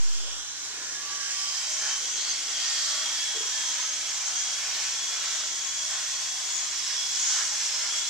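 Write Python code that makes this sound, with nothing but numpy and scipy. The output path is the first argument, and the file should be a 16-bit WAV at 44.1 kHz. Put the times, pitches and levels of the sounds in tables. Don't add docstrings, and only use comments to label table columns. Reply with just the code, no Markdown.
import sys
import numpy as np
from scipy import signal
from scipy.fft import rfft, irfft, next_fast_len
from scipy.io import wavfile
from scipy.ndimage import uniform_filter1d, map_coordinates

SR = 44100
rng = np.random.default_rng(int(sys.argv[2]) if len(sys.argv) > 2 else 0)


def master_out(mix):
    frames = np.transpose(np.atleast_2d(mix))
    ceiling = np.clip(frames, -1, 1)
    pcm = np.round(ceiling * 32767).astype(np.int16)
    wavfile.write(sys.argv[1], SR, pcm)


N = 356945


# (frequency [Hz], relative level [dB per Hz])
FLOOR_SPECTRUM = [(20, -2), (60, -3), (200, -2), (500, 2), (1500, 0), (14500, -36)]
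FLOOR_DB = -60.5
MAINS_HZ, MAINS_DB = 120.2, -69.5
# (middle [s], half-length [s], level [dB])
RUSTLE_MOVES = [(.3, 0.17, -56.5), (.85, 0.26, -57), (2.25, 0.39, -63.5), (5.05, 0.47, -64.5)]
RUSTLE_REST_DB = -70
# (time [s], click level [dB])
CREAK_SLIPS = [(3.345, -48), (3.356, -45), (3.367, -41), (3.402, -41), (3.413, -50), (3.428, -50),
               (3.451, -48), (3.484, -53)]
# (frequency [Hz], relative level [dB], 60 dB decay [s])
CREAK_MODES = [(392, -5.5, 0.072), (443, 3, 0.075), (495, -6, .06)]

# (frequency [Hz], likeness [0..1])
LIKENESS = [(60, 0.01), (130, 0.84), (290, 0.92), (630, 1), (1390, 0.8), (3040, 0.46), (6660, 0.38),
            (14600, 0.14)]
# (delay [ms], level [dB])
WALL_ECHOES = [(1.3, -12), (2.9, -12), (4.7, -12), (7.3, -11), (11.1, -11), (16.3, -12)]
# (time [s], delay [ms], level [dB])
DOOR_FRAME_ECHO = [(0, 0.54, -12), (.2, 0.52, -10), (.45, 0.41, -5.5), (.7, 0.38, -11.5), (.88, 0.39, -14),
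                   (1.1, 0.34, -35), (8.09, 0.79, -37)]
FRAME_DULL_HZ = 5440

# (middle [s], half-length [s], frequency [Hz], half-width [Hz], level [dB])
HOLLOWS = [(.28, 0.23, 3316, 330, -45.5), (.95, .1, 1680, 30, -50), (1.22, 0.12, 1640, 39, -46),
           (3.18, 0.097, 1736, 35, -47), (5.4, 3.2, 2188, 21, -61), (5.7, 0.76, 1920, 20, -58),
           (1.88, 0.07, 1680, 110, -40.5), (2.21, .04, 4240, 450, -37), (2.3, 0.06, 4580, 350, -37),
           (2.78, 0.24, 4650, 380, -37.5), (2.75, .2, 5170, 500, -45), (2.88, 0.12, 4150, 450, -40),
           (3.58, 0.065, 1743, 62, -44), (3.6, 0.24, 3740, 53, -48), (7.41, 0.035, 1666, 180, -39.5),
           (7.8, .15, 5220, 200, -38.5), (1.5, 0.24, 5100, 420, -39.5), (6.95, 0.19, 5320, 870, -37.5)]
RING_HZ, RING_HALF_WIDTH_HZ, RING_UNDER_HISS_DB = 3350, 74, -15
RING_FROM_S, RING_TO_S = 1.9, 4.3

# (time [s], frequency [Hz], level [dB])
WHINE = [(.7, 3210, -64), (1.3, 3140, -47), (1.4, 3150, -42.5), (1.68, 3160, -45), (1.74, 3164, -47),
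         (1.95, 3104, -40.5), (2.06, 3230, -47), (2.25, 3210, -43), (2.5, 3200, -52), (2.56, 3196, -40.5),
         (2.75, 3240, -43), (2.92, 3240, -45), (3.0, 3260, -39.5), (3.25, 3330, -38.5), (3.36, 3310, -38),
         (3.42, 3270, -40), (3.73, 3265, -41), (3.8, 3210, -47), (4.31, 3214, -52), (4.35, 3235, -41),
         (4.42, 3290, -40), (4.58, 3340, -43), (4.64, 3310, -49), (4.83, 3210, -50), (4.88, 3250, -44),
         (4.93, 3330, -43), (5.05, 3385, -41.5), (5.2, 3350, -41.5), (5.4, 3330, -45), (5.8, 3337, -42),
         (6.2, 3326, -43.5), (6.55, 3370, -43.5), (6.9, 3360, -47.5), (7.0, 3360, -37), (7.08, 3365, -41),
         (7.45, 3300, -47), (7.6, 3350, -47), (7.88, 3330, -54), (7.91, 3320, -38), (8.03, 3345, -38.5),
         (8.09, 3390, -42)]
# (middle [s], half-length [s], level [dB])
OCTAVE_FLARES = [(1.88, 0.2, -41.5), (2.18, 0.064, -42), (2.31, 0.016, -30), (3.82, 0.15, -38),
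                 (4.27, .02, -37), (4.4, 0.086, -39), (5.65, 0.26, -42), (6.55, 0.092, -37.5),
                 (7.27, 0.095, -33)]
OCTAVE_DB = -48.5

# (time [s], speed [turns/s])
SHAFT_SPEED = [(0.14, 101.7), (0.64, 102.6), (1.0, 104.7), (1.7, 104.7), (2.39, 102.7), (2.89, 103.3),
               (3.14, 105.4), (3.89, 102.2), (4.14, 102.7), (4.39, 104.7), (5.39, 104.8), (5.7, 106.7),
               (6.14, 105.7), (6.64, 106.8), (7.14, 105.2), (7.89, 102.1)]
# (shaft order [multiple], relative level [dB])
HUM_ORDERS = [(4, -28), (5, -26), (6, -20), (7, -20), (8, -30), (10, -19), (11, -21), (13, -20), (15, -19),
              (18, -16), (21, -14)]
# (middle [s], half-length [s], shaft order [multiple], rise [dB])
ORDER_SWELLS = [(1.29, 0.33, 11, 18.5), (2.93, .15, 11, 8), (1.8, 0.12, 6, 9), (3.3, .65, 6, 4.5),
                (4.5, 0.4, 6, 4), (6.02, 0.26, 6, 5.5), (2.8, 0.2, 7, 3), (3.505, 0.4, 7, 7),
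                (4.4, 0.15, 7, 9), (6.1, 0.84, 7, 8), (1.75, .25, 10, 7), (5.45, 0.27, 10, 10.5),
                (6, 0.34, 10, 8), (6.7, 0.48, 10, 9.5), (1.6, 0.36, 5, 2), (3, 0.55, 18, 6)]
# (time [s], peak level [dB])
THIRD_ORDER = [(0.0, -64.5), (1.24, -68), (3.2, -60), (3.42, -69), (3.72, -61), (4.05, -63), (4.19, -78),
               (4.35, -60.5), (4.6, -79), (5.3, -65.5), (5.41, -65.5), (6.5, -68), (6.85, -62), (7.19, -68),
               (7.3, -63.5), (8.09, -65.5)]
MOTOR_UNDER_RASP_DB = -4.5

# (frequency [Hz], relative level [dB per Hz])
CUTTER_SPECTRUM = [(1500, -7.5), (2500, -19.5), (3300, -7), (4300, -9), (5500, 3), (7000, 0), (9000, -5.5),
                   (12000, -17.5), (14500, -18)]
# (frequency [Hz], relative level [dB per Hz])
RASP_SPECTRUM = [(150, -31), (300, -26), (600, -12.5), (1100, -2), (1900, -5.5), (2800, -4), (4000, -3),
                 (6000, -1)]
# (middle [s], half-length [s], rasp rise [dB])
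STROKES = [(.3, 0.075, 3.5), (0.751, 0.39, 4), (1.2, 0.17, 1.5), (1.88, 0.066, 6.5), (2.3, 0.1, 4.5),
           (2.65, 0.13, 4.5), (2.95, 0.22, 4), (3.56, 0.1, 1.5), (3.83, 0.11, 3.5), (4.12, 0.35, 4),
           (4.75, 0.17, 5), (5.3, 0.14, 5.5), (5.95, 0.078, 3), (6.15, 0.29, 3), (6.62, 0.038, 3.5),
           (6.92, 0.091, 2.5), (7.38, 0.057, 5), (7.62, 0.078, 1), (7.83, 0.26, 4)]
RASP_UNDER_HISS_DB, HISS_FOLLOWS = -8.5, 0.2
# (time [s], base cutter hiss [dB], left minus right [dB])
APPROACH = [(0.0, -37.5, -2), (0.5, -40, -1.5), (1.0, -37, -2), (1.35, -33.5, -3), (1.62, -32, -1),
            (2.1, -33.5, -0.5), (2.48, -34, 0), (2.8, -32.5, -.5), (3.4, -32, -1), (3.9, -34.5, -1),
            (4.9, -32.5, 0), (5.6, -34, -0.5), (6.5, -33.5, 0), (6.72, -34, -1), (6.92, -33, -1),
            (7.1, -32, -0.5), (7.3, -30, -1.5), (7.55, -32, 0), (7.85, -32.5, 0), (8.09, -33, -0.5)]
# (time [s], lag [ms])
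LEFT_LAG = [(0, 0.087), (1.4, 0.078), (1.7, 0.029), (8.09, 0.016)]

# (frequency [Hz], left gain [dB], right gain [dB])
PORTS = [(60, 2.5, 2), (705, -0.5, -2), (2270, 3, 4.5), (4440, 0, 2.5), (5950, 1, 7.5), (7260, 6, -6.5),
         (7920, 3.5, -7), (10210, -11, -21.5), (12000, -8, -18.5), (13150, 0.5, -15), (14700, -5, -21)]
PREAMP_DB = -71
SETTLE_S, SETTLE_DB = 0.085, -18.5
START_OFFSET_DB, START_OFFSET_HZ, START_OFFSET_TO_S = -50, 22, .18
LOWS_FROM_S, LOWS_BELOW_HZ = .45, 176
CUTOFF_HZ = 14200


def from_db(db):
    return 10 ** (np.asarray(db) / 20)


def rms_one(x):
    return x / np.sqrt(np.mean(np.abs(x) ** 2) + 1e-20)


def in_time(rows):
    s, *columns = np.transpose(rows)
    return [np.interp(np.arange(N) / SR, s, column) for column in columns]


def at_hz(points, hz, axis=1):
    points = np.array(points)
    return np.interp(np.log(hz), np.log(points[:, 0]), points[:, axis])


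def bump(middle_s, half_s):
    return np.exp(-((np.arange(N) / SR - middle_s) / half_s) ** 2)


def drift(pole_hz):
    r = np.exp(-2 * np.pi * pole_hz * 40 / SR)
    noise = rng.standard_normal(N // 40 + 2002)
    slow = signal.lfilter([1], [1, -2 * r, r * r], noise)[2000:]
    return np.interp(np.arange(N) / 40, np.arange(len(slow)), rms_one(slow))


def pair(mid, side, alike):
    alike = np.clip(alike, 0, 1)
    shared = np.sqrt(1 + alike) * mid
    opposed = np.sqrt(1 - alike) * side * [[1], [-1]]
    return (shared + opposed) / np.sqrt(2)


def hiss(spectrum, patchy_db, flicker_db, apart=False):
    low_hz, high_hz = spectrum[0][0], spectrum[-1][0]
    edges = np.geomspace(low_hz, high_hz, int(2 * np.log2(high_hz / low_hz)) + 2)
    white = rng.standard_normal((2, 2, N))
    flicker = drift(13.0)
    out = 0
    for k, (low, high) in enumerate(zip(edges, edges[1:])):
        band = signal.butter(2, [low, high], "band", fs=SR, output="sos")
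        mid, side = signal.sosfilt(band, white[k % 2])
        hz = np.sqrt(low * high)
        gain = from_db(at_hz(spectrum, hz) + patchy_db * drift(3.1) + flicker_db * flicker)
        out = out + gain * pair(mid, side, 0 if apart else at_hz(LIKENESS, hz))
    return rms_one(out)


def whistle(hz, half_width_hz, alike, steady=0):
    carrier = np.exp(2j * np.pi * np.cumsum(hz) / SR)

    def smeared():
        return np.real((steady + drift(half_width_hz) + 1j * drift(half_width_hz)) * carrier)
    return rms_one(pair(smeared(), smeared(), alike))


def mains_hum():
    level = from_db(MAINS_DB + 0.74 * drift(6.8))
    return np.sqrt(2) * level * np.sin(2 * np.pi * MAINS_HZ * np.arange(N) / SR)


def rustle():
    moves = from_db(RUSTLE_REST_DB)
    moves = moves + sum(from_db(db) * bump(s, half_s) for s, half_s, db in RUSTLE_MOVES)
    return moves * hiss([(200, -9.5), (400, 1.5), (800, -6)], patchy_db=2.5, flicker_db=1.5)


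def surroundings():
    floor = from_db(FLOOR_DB) * hiss(FLOOR_SPECTRUM, patchy_db=2.0, flicker_db=-1.0, apart=True)
    return mains_hum() + rustle() + floor


def creak():
    clicks, out = np.full(N, 1e-18), 0
    for s, db in CREAK_SLIPS:
        clicks[round(s * SR)] = from_db(db)
    for hz, level_db, t60_s in CREAK_MODES:
        r, w = from_db(-60 / (t60_s * SR)), 2 * np.pi * hz / SR
        ring = signal.lfilter([0, np.sin(w)], [1, -2 * r * np.cos(w), r * r], clicks)
        out = out + from_db(level_db) * ring
    soft = signal.butter(4, [340, 520], "band", fs=SR, output="sos")
    return signal.sosfilt(soft, out)


def walls(x):
    out, at = x, np.arange(N)
    for delay_ms, echo_db in WALL_ECHOES:
        late = at - SR * (delay_ms + 0.1324 * drift(0.45)) / 1000
        echo = np.array([np.interp(late % N, at, side) for side in x])
        out = out + from_db(echo_db) * echo
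    return rms_one(out)


def late_by(x, delay_ms):
    return map_coordinates(x, [np.arange(N) - delay_ms * SR / 1000], order=3, mode="nearest")


def door_frame(x):
    delay_ms, echo_db = in_time(DOOR_FRAME_ECHO)
    echo = np.array([late_by(side, delay_ms) for side in x])
    echo = signal.sosfiltfilt(signal.butter(2, FRAME_DULL_HZ, fs=SR, output="sos"), echo)
    return x - from_db(echo_db) * echo


def hollows():
    out = 0
    for s, half_s, hz, half_width_hz, level_db in HOLLOWS:
        band = whistle(np.full(N, hz), half_width_hz, at_hz(LIKENESS, hz))
        out = out + from_db(level_db) * bump(s, half_s) * band
    return out


def head_ring(near_db):
    t = np.arange(N) / SR
    fade_in = np.clip((t - RING_FROM_S) / 0.23, 0, 1)
    fade_out = np.clip((RING_TO_S - t) / 0.19, 0, 1)
    band = whistle(np.full(N, RING_HZ), RING_HALF_WIDTH_HZ, alike=.3, steady=0.27)
    return fade_in * fade_out * from_db(near_db + RING_UNDER_HISS_DB + 2.0 * drift(0.85)) * band


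def gears():
    hz, low_db = in_time(WHINE)
    octave = whistle(2 * hz + 40 * drift(12), half_width_hz=100, alike=0.17, steady=0.5)
    low = whistle(hz + 34 * drift(40), half_width_hz=95, alike=0.3, steady=1.8)
    octave_gain = from_db(OCTAVE_DB) * np.clip(np.arange(N) / SR - 1, 0, 1)
    octave_gain = octave_gain + sum(from_db(db) * bump(s, half_s) for s, half_s, db in OCTAVE_FLARES)
    return from_db(low_db) * low + octave_gain * octave


def motor(level_db, third_db):
    t = np.arange(N) / SR
    turns = np.cumsum(in_time(SHAFT_SPEED)[0] + .5 * drift(5.07)) / SR
    out = 0
    for order, order_db in HUM_ORDERS:
        swell_db = sum(db * np.exp(-((t - s) / half_s) ** 8)
                       for s, half_s, k, db in ORDER_SWELLS if k == order)
        angle = 2 * np.pi * (order * turns + rng.random())
        mid = from_db(3.5 * drift(3.0)) * np.sin(angle)
        side = from_db(1.7 * drift(2.4)) * np.sin(angle + 2.3 * drift(0.36))
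        alike = at_hz(LIKENESS, order * SHAFT_SPEED[0][1])
        out = out + from_db(order_db + swell_db) * pair(mid, side, alike)
    third = from_db(third_db) * np.sin(2 * np.pi * 3 * turns)
    return from_db(level_db) * out + third


def cutters(level_db):
    return from_db(level_db) * walls(hiss(CUTTER_SPECTRUM, patchy_db=0.78, flicker_db=0.44))


def stubble_rasp(level_db):
    return from_db(level_db) * walls(hiss(RASP_SPECTRUM, patchy_db=1.5, flicker_db=.5))


def scene():
    near_db, pan_db = in_time(APPROACH)
    press_db = sum(db * bump(s, half_s) for s, half_s, db in STROKES)
    rasp_db = near_db + RASP_UNDER_HISS_DB + press_db
    motor_db = uniform_filter1d(rasp_db, size=SR // 2) + MOTOR_UNDER_RASP_DB
    shaver = door_frame(cutters(near_db + HISS_FOLLOWS * press_db) + stubble_rasp(rasp_db))
    shaver = shaver + motor(motor_db, in_time(THIRD_ORDER)[0])
    left, right = shaver + gears() + hollows() + head_ring(near_db)
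    left = late_by(left, in_time(LEFT_LAG)[0])
    panned = np.array([left, right]) * from_db(pan_db / 2 * [[1], [-1]])
    return panned + creak() + surroundings()


def start_offsets():
    t = np.arange(N) / SR
    decay = (1 + t / SETTLE_S) * np.exp(-t / SETTLE_S)
    settling = decay * from_db(SETTLE_DB) * [[-1], [1]]
    gate = np.clip((START_OFFSET_TO_S - t) / .015, 0, 1)
    wavering = from_db(START_OFFSET_DB) * (1 + 0.57 * drift(START_OFFSET_HZ))
    return settling + wavering * gate


def record(dry):
    size = next_fast_len(N)
    hz = np.maximum(np.arange(size // 2 + 1) * SR / size, 1)
    colour = from_db([at_hz(PORTS, hz, axis=1), at_hz(PORTS, hz, axis=2)])
    wet = irfft(rfft(dry, size) * colour, size)[:, :N]
    preamp_db = PREAMP_DB + np.array([[2.0], [-6.0]])
    wet = wet + from_db(preamp_db) * rng.standard_normal((2, N))
    lows = signal.sosfiltfilt(signal.butter(4, LOWS_BELOW_HZ, fs=SR, output="sos"), wet)
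    wet = wet - lows * np.clip((LOWS_FROM_S - np.arange(N) / SR) / .03 + 1, 0, 1)
    steep = signal.ellip(12, .5, 70, CUTOFF_HZ, fs=SR, output="sos")
    return signal.sosfilt(steep, wet + start_offsets())


dry = scene()
out = record(dry)
master_out(out)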